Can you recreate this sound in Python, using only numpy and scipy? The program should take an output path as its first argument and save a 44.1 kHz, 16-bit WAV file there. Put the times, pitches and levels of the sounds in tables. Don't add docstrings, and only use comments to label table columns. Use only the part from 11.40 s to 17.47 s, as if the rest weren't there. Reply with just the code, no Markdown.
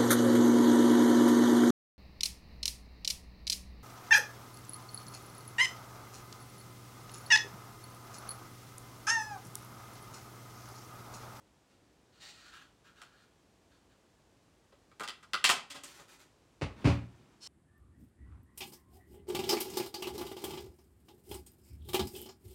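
import sys
import numpy as np
from scipy import signal
from scipy.fft import rfft, irfft
from scipy.io import wavfile

SR = 44100
rng = np.random.default_rng(int(sys.argv[2]) if len(sys.argv) > 2 else 0)


def pcm_store(signal):
    levels = np.round(np.clip(np.atleast_2d(signal), -1, 1) * 32767)
    wavfile.write(sys.argv[1], SR, levels.astype(np.int16).T)


N = 267907
TIME = np.arange(N) / SR


def from_db(db):
    return 10 ** (np.asarray(db) / 20)


def rms_one(x):
    return x / np.sqrt(np.mean(x ** 2) + 1e-20)


def at_hz(points, hz):
    f, value = np.transpose(points)
    return np.interp(np.log(np.maximum(hz, 1)), np.log(f), value)


def add(out, s, sound):
    start = int(s * SR)
    out[start:start + len(sound)] += sound[:len(out) - start]


def colour(x, tone):
    size = 8192
    gains = from_db(at_hz(tone, np.fft.rfftfreq(size, 1 / SR)))
    cepstrum = irfft(np.log(gains))
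    cepstrum[1:size // 2] *= 2
    cepstrum[size // 2 + 1:] = 0
    response = irfft(np.exp(rfft(cepstrum)))
    return signal.fftconvolve(x, response)[:len(x)]


def resonate(force, notes):
    out = np.zeros(len(force))
    for k, (hz, width, db) in enumerate(notes):
        r = np.exp(-np.pi * width / SR)
        angle = 2 * np.pi * hz / SR
        ring = signal.lfilter([1, 0, -1], [1, -2 * r * np.cos(angle), r * r], force + 1e-18)
        out += (-1) ** k * from_db(db) * (1 - r * r) / 2 * ring
    return out


def burst(swell_s):
    size = 4096
    age = np.arange(size) / SR / max(swell_s, 1 / SR)
    swell = (age * np.exp(1 - age)) ** 2
    noise = rng.standard_normal(size) * swell
    even_spectrum = np.exp(1j * np.angle(rfft(noise)))
    crackle = irfft(even_spectrum) * np.sqrt(swell)
    return crackle / np.linalg.norm(crackle)


def strike(hits, notes):
    s, db = np.transpose(hits)
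    force = np.zeros(N)
    force[(s * SR).astype(int)] = from_db(db)
    return resonate(force, notes)


def pushes(starts, lengths, levels_db):
    force = np.zeros(N)
    for s, length, db in zip(starts, lengths, levels_db):
        age = np.maximum(TIME - s, 0) * 4 / length
        pulse = age * np.exp(-age)
        force += from_db(db) * pulse / pulse.sum()
    return force


def friction(slips_per_s, spread_db):
    sizes = from_db(spread_db * np.minimum(rng.exponential(1, N), 4))
    slipping = rng.random(N) < slips_per_s / SR
    return slipping * sizes * rng.standard_normal(N)


def strokes(starts, lengths, levels_db, rise_s=0.01, fade_s=0.032):
    power = np.zeros(N)
    age = TIME[:SR]
    rise = 1 - np.exp(-(age / rise_s) ** 2)
    for s, length, db in zip(starts, lengths, levels_db):
        fade = np.exp(-np.maximum(age - length, 0) / fade_s)
        add(power, s, (from_db(db) * rise * fade) ** 2)
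    return np.sqrt(power)


def rub(slides, tone, slips_per_s):
    slips = friction(slips_per_s, spread_db=1.5)
    return strokes(*np.transpose(slides)) * rms_one(colour(slips, tone))


# f/Hz, level/dB
AIR_TONE = [(15, -33), (25, -21), (49, -3.5), (87, -5), (166, -6), (212, -8), (301, -7), (405, -9.5),
            (1190, -18), (1290, -20.5), (1740, -21), (2110, -23.5), (2480, -23), (7710, -28),
            (16000, -44.5)]

def room_air():
    noise = colour(rng.standard_normal(N + SR), AIR_TONE)[SR:]
    return from_db(-67) * rms_one(noise)


# t/s, length/s, slot level/dB, rubbing level/dB
CARD_PUSHES = [(0.288, 0.031, -79, -80), (0.716, .09, -76, -78.5), (0.797, 0.094, -68.5, -58),
               (0.921, 0.16, -69, -67.5), (1.042, 0.028, -64.5, -84), (1.112, 0.047, -57, -82),
               (1.171, 0.042, -63, -79), (1.435, 0.034, -65.5, -81), (1.551, 0.095, -66, -79),
               (1.713, .12, -73.5, -85), (2.3, 0.024, -75, -81), (2.485, 0.039, -79, -89)]
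# f/Hz, width/Hz, level/dB
SLOT_NOTES = [(1397, 330, 10.5), (1470, 275, 10.5), (1595, 59, 10), (1630, 160, 5.5), (2820, 1060, -8)]
# f/Hz, level/dB
CARD_TONE = [(300, -16.5), (800, -4), (1500, -22), (1850, 1), (2000, 3), (2200, -4), (3200, -4.5),
             (3900, 1.5), (4400, 3.5), (5000, -6.5), (8000, -7), (10500, -24), (16000, -25)]

def feed_card():
    s, length, slot_db, rub_db = np.transpose(CARD_PUSHES)
    slips = friction(slips_per_s=5000, spread_db=1.0)
    slot = strokes(s, length, slot_db) * rms_one(resonate(slips, SLOT_NOTES))
    rubbing = strokes(s, length, rub_db) * rms_one(colour(slips, CARD_TONE))
    return slot + rubbing


# t/s, swell time/s, strength/dB, hardness/dB, casing boost/dB, cutter boost/dB
CLACKS_AND_ECHOES = [(1.616, 0.0012, -19.5, 2, 11, 0), (3.319, 0.0061, -27.5, -13.5, -3, 3.5),
                     (3.514, 0.0018, -29, -9, 9.5, -2), (3.596, 0.0019, -9, -1, 6, -3),
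                     (3.6055, 0.00095, -4.5, -6.5, 7, -3), (3.632, 0.0035, -8, -0.5, 8, 0.5),
                     (3.676, .0014, -11, 1.5, 0, 5.5), (3.6845, 0.0014, -10.5, 1, 6.5, 5.5),
                     (3.824, 0.0072, -22.5, -1, 9.5, 0), (3.933, 0.0015, -4, -2.5, 9, 10),
                     (3.9412, 0.0015, -4.5, -3.5, 14, 6), (4.0405, 0.0018, 7.5, 5, -1, 3),
                     (4.049, 0.0089, 0, 5, -4.5, 6), (4.090, 0.0019, 9.5, 1.5, -2, -2.5),
                     (4.097, 0.0049, 4.5, 2, -2, 1), (4.298, 0.0076, -15.5, 8, -2, 2),
                     (4.335, 0.018, -12, 0, 2, 0), (4.433, 0.004, -22, 17, 6, -2),
                     (4.583, .011, -18.5, -8.5, -1, -5)]
# f/Hz, width/Hz, level/dB
THUD_NOTES = [(149.5, 58, -3), (274, 42, -1), (385, 61, 1.5), (565, 79, 1)]
# f/Hz, width/Hz, level/dB
HOLLOW_NOTES = [(675, 62, -2), (732, 54, 0.5), (820, 53, 2), (1066, 134, 3.5)]
# f/Hz, width/Hz, level/dB
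CRACK_NOTES = [(4465, 1600, -12), (6705, 810, 2), (7010, 600, 4), (8170, 1010, -1), (9000, 920, -2.5),
               (11500, 2100, -12.5), (14400, 2000, -17)]
# f/Hz, width/Hz, level/dB
CASING_NOTES = [(1157, 69, -3.5), (1226, 82, 1.5), (1373, 124, 7), (1410, 154, 5.5), (1640, 83, -7),
                (1806, 190, -18.5), (2298, 186, -8)]
# f/Hz, width/Hz, level/dB
CUTTER_NOTES = [(2026, 190, -4.5), (2295, 91, -1), (2715, 206, -6), (3010, 51, -0.5), (3250, 584, -5),
                (4140, 190, -5.5), (4280, 160, -7), (4806, 100, -2.5), (5060, 400, -12)]

def punch_clacks(break_through_s=4.0):
    out = np.zeros(N)
    for s, swell_s, strength_db, hardness_db, casing_db, cutter_db in CLACKS_AND_ECHOES:
        force = from_db(strength_db) * np.pad(burst(swell_s), (0, SR // 2))
        thud = from_db(-4.5 - 0.95 * hardness_db) * resonate(force, THUD_NOTES)
        hollow = from_db(0.28 - 0.1 * hardness_db) * resonate(force, HOLLOW_NOTES)
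        crack = from_db(-7 + 0.96 * hardness_db) * resonate(force, CRACK_NOTES)
        casing = from_db(2.5 + casing_db) * resonate(force, CASING_NOTES)
        cutters = from_db(3 + 0.55 * hardness_db + cutter_db) * resonate(force, CUTTER_NOTES)
        clack = thud + hollow + crack + casing + cutters
        tail_db = -34.5 if s < break_through_s else -29.5
        add(out, s, room(clack, tail_db))
    return out


# t/s, level/dB
SNAPS = [(4.043, 15), (4.094, 17)]
# f/Hz, width/Hz, level/dB
FRAME_NOTES = [(786, 12.36, -5.5), (1016, 18, 3.5), (1106, 37, 3.5), (1300, 7.9, -7), (1427, 19, -3),
               (1829, 21.8, 7), (2040, 12, -4.5), (2180, 8.8, -3.5), (2330, 8.6, -0.5), (2670, 16, 1.5),
               (2840, 30, 1.5), (2960, 22, 0.5), (3170, 22, -1.5), (3270, 24, -2), (5170, 11, -5.5),
               (5552, 11, -6.5)]

def snap_home():
    return strike(SNAPS, FRAME_NOTES)


# t/s, level/dB
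TWANGS = [(4.304, -5.5), (4.348, 0), (4.437, -5.5)]
# f/Hz, width/Hz, level/dB
SPRING_NOTES = [(278.6, 6.3, 6.5), (575, 7, 5), (1060, 31, -5)]

def spring_twang():
    return strike(TWANGS, SPRING_NOTES)


# t/s, length/s, level/dB
TUGS = [(4.44, 0.069, -60), (4.525, 0.077, -63), (4.67, 0.063, -63), (4.78, 0.02, -63)]
# f/Hz, level/dB
TUG_TONE = [(180, -42), (300, -1), (392, 3), (447, -21), (565, -5), (1060, -2.5), (1150, -6), (1250, -1),
            (3460, -6.5), (7320, -8), (16000, -20)]

def draw_card_out():
    return rub(TUGS, TUG_TONE, slips_per_s=4700)


# t/s, contact time/s, thump level/dB, drone level/dB, rattle level/dB
BUMPS = [(5.2119, 0.0017, 3, -8, -8.5), (5.217, 0.0037, 22, 19.5, -0.5), (5.230, 0.0079, 14, 23, -11.5),
         (5.442, 0.004, 29.5, 4, -2.5), (5.450, 0.0049, 35, 33, 3), (5.470, 0.0036, 8, 40.5, 3.5),
         (5.496, 0.007, 26.5, 34, -3)]
# f/Hz, width/Hz, level/dB
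THUMP_NOTES = [(59, 5.6, 1.5), (96.4, 6.8, 8.5), (143.6, 16, 5), (192, 21, 1.5), (295, 39, -1.5),
               (389, 76, -7.5), (620, 250, -18)]
# f/Hz, width/Hz, level/dB
DRONE_NOTES = [(81, 6.8, 0), (117.3, 5.14, 3.5), (178.7, 6.9, 0), (230, 4.5, -4.5), (283.3, 6.9, 8.5),
               (398.3, 8.7, -3), (563, 6.8, 7)]
# f/Hz, level/dB
RATTLE_TONE = [(60, -31.5), (150, 11.5), (400, 5.5), (600, 1), (1150, -2), (1800, -7), (2500, -4),
               (3300, -12.5), (5000, -16), (8000, -27.5), (10000, -30.5), (12000, -52), (16000, -50)]

def set_down():
    starts, lengths, thump_db, drone_db, rattle_db = np.transpose(BUMPS)
    thump = resonate(pushes(starts, lengths, thump_db), THUMP_NOTES)
    drone = resonate(pushes(starts, lengths, drone_db), DRONE_NOTES)
    rattle = np.zeros(N)
    for s, swell_s, db in zip(starts, lengths, rattle_db):
        force = from_db(db) * np.pad(burst(swell_s), (0, SR // 2))
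        add(rattle, s, room(colour(force, RATTLE_TONE), tail_db=-29.5))
    return thump + drone + rattle


# t/s, length/s, level/dB
SKIDS = [(5.355, 0.064, -56), (5.44, 0.077, -45), (5.56, 0.382, -70)]
# f/Hz, level/dB
SKID_TONE = [(300, 6.5), (700, -6), (1100, -3), (1800, -9), (2500, -10.5), (3300, -13.5), (6000, -23.5),
             (14000, -37)]

def punch_skid():
    return rub(SKIDS, SKID_TONE, slips_per_s=3000)


# t/s, length/s, level/dB
DRAGS = [(6.002, 0.061, -55.5), (6.048, .04, -54)]
# f/Hz, level/dB
DRAG_TONE = [(1000, -20.5), (2550, -25), (3000, -12.5), (3400, -25), (4350, -6.5), (4700, -17), (5200, -3),
             (6100, -17.5), (7500, -19), (9500, -23), (13000, -39), (16000, -44)]

def pick_up_piece():
    return rub(DRAGS, DRAG_TONE, slips_per_s=4000)


# delay/s, gain
ECHOES = [(.0074, 0.66), (0.0168, .42)]
# f/Hz, fade time/s (to fall 60 dB), level/dB
ROOM_TAIL = [(70, 0.86, -1.5), (304, 0.35, -1), (900, 0.34, 2), (1490, 0.34, 0.5), (2980, 0.3, 3.5),
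             (7300, 0.24, 4), (14000, 0.18, 3)]

def room(x, tail_db, scatter_s=0.00066, build_s=0.0026):
    size = 24576
    t, hz = TIME[:size], np.fft.rfftfreq(size, 1 / SR)
    centres, fade_times, levels_db = np.transpose(ROOM_TAIL)
    noise_spectrum = rfft(rng.standard_normal(size))
    response = np.zeros(size)
    for fade_s, db, share in zip(fade_times, levels_db, np.eye(len(ROOM_TAIL))):
        band = irfft(noise_spectrum * at_hz(np.c_[centres, share], hz))
        response += band * from_db(tail_db + db) * np.exp(-np.log(1000) * t / fade_s)
    response *= 1 - np.exp(-(t / build_s) ** 2)
    response[0] += 1
    for delay, gain in ECHOES:
        add(response, delay, gain * burst(scatter_s))
    return signal.fftconvolve(x, response)[:len(x)]


def scene():
    rubbing = feed_card() + draw_card_out() + punch_skid() + pick_up_piece()
    air = room_air()
    punch = punch_clacks() + snap_home() + spring_twang()
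    return (punch + set_down() + room(rubbing, tail_db=-31.5) + air)[None]


def record(dry, low_hz=42, high_hz=15850):
    bass_cut = signal.butter(4, low_hz, "high", fs=SR, output="sos")
    treble_cut = signal.ellip(10, .1, 80, high_hz, fs=SR, output="sos")
    return signal.sosfilt(treble_cut, signal.sosfilt(bass_cut, dry))


dry = scene()
out = record(dry)
pcm_store(out)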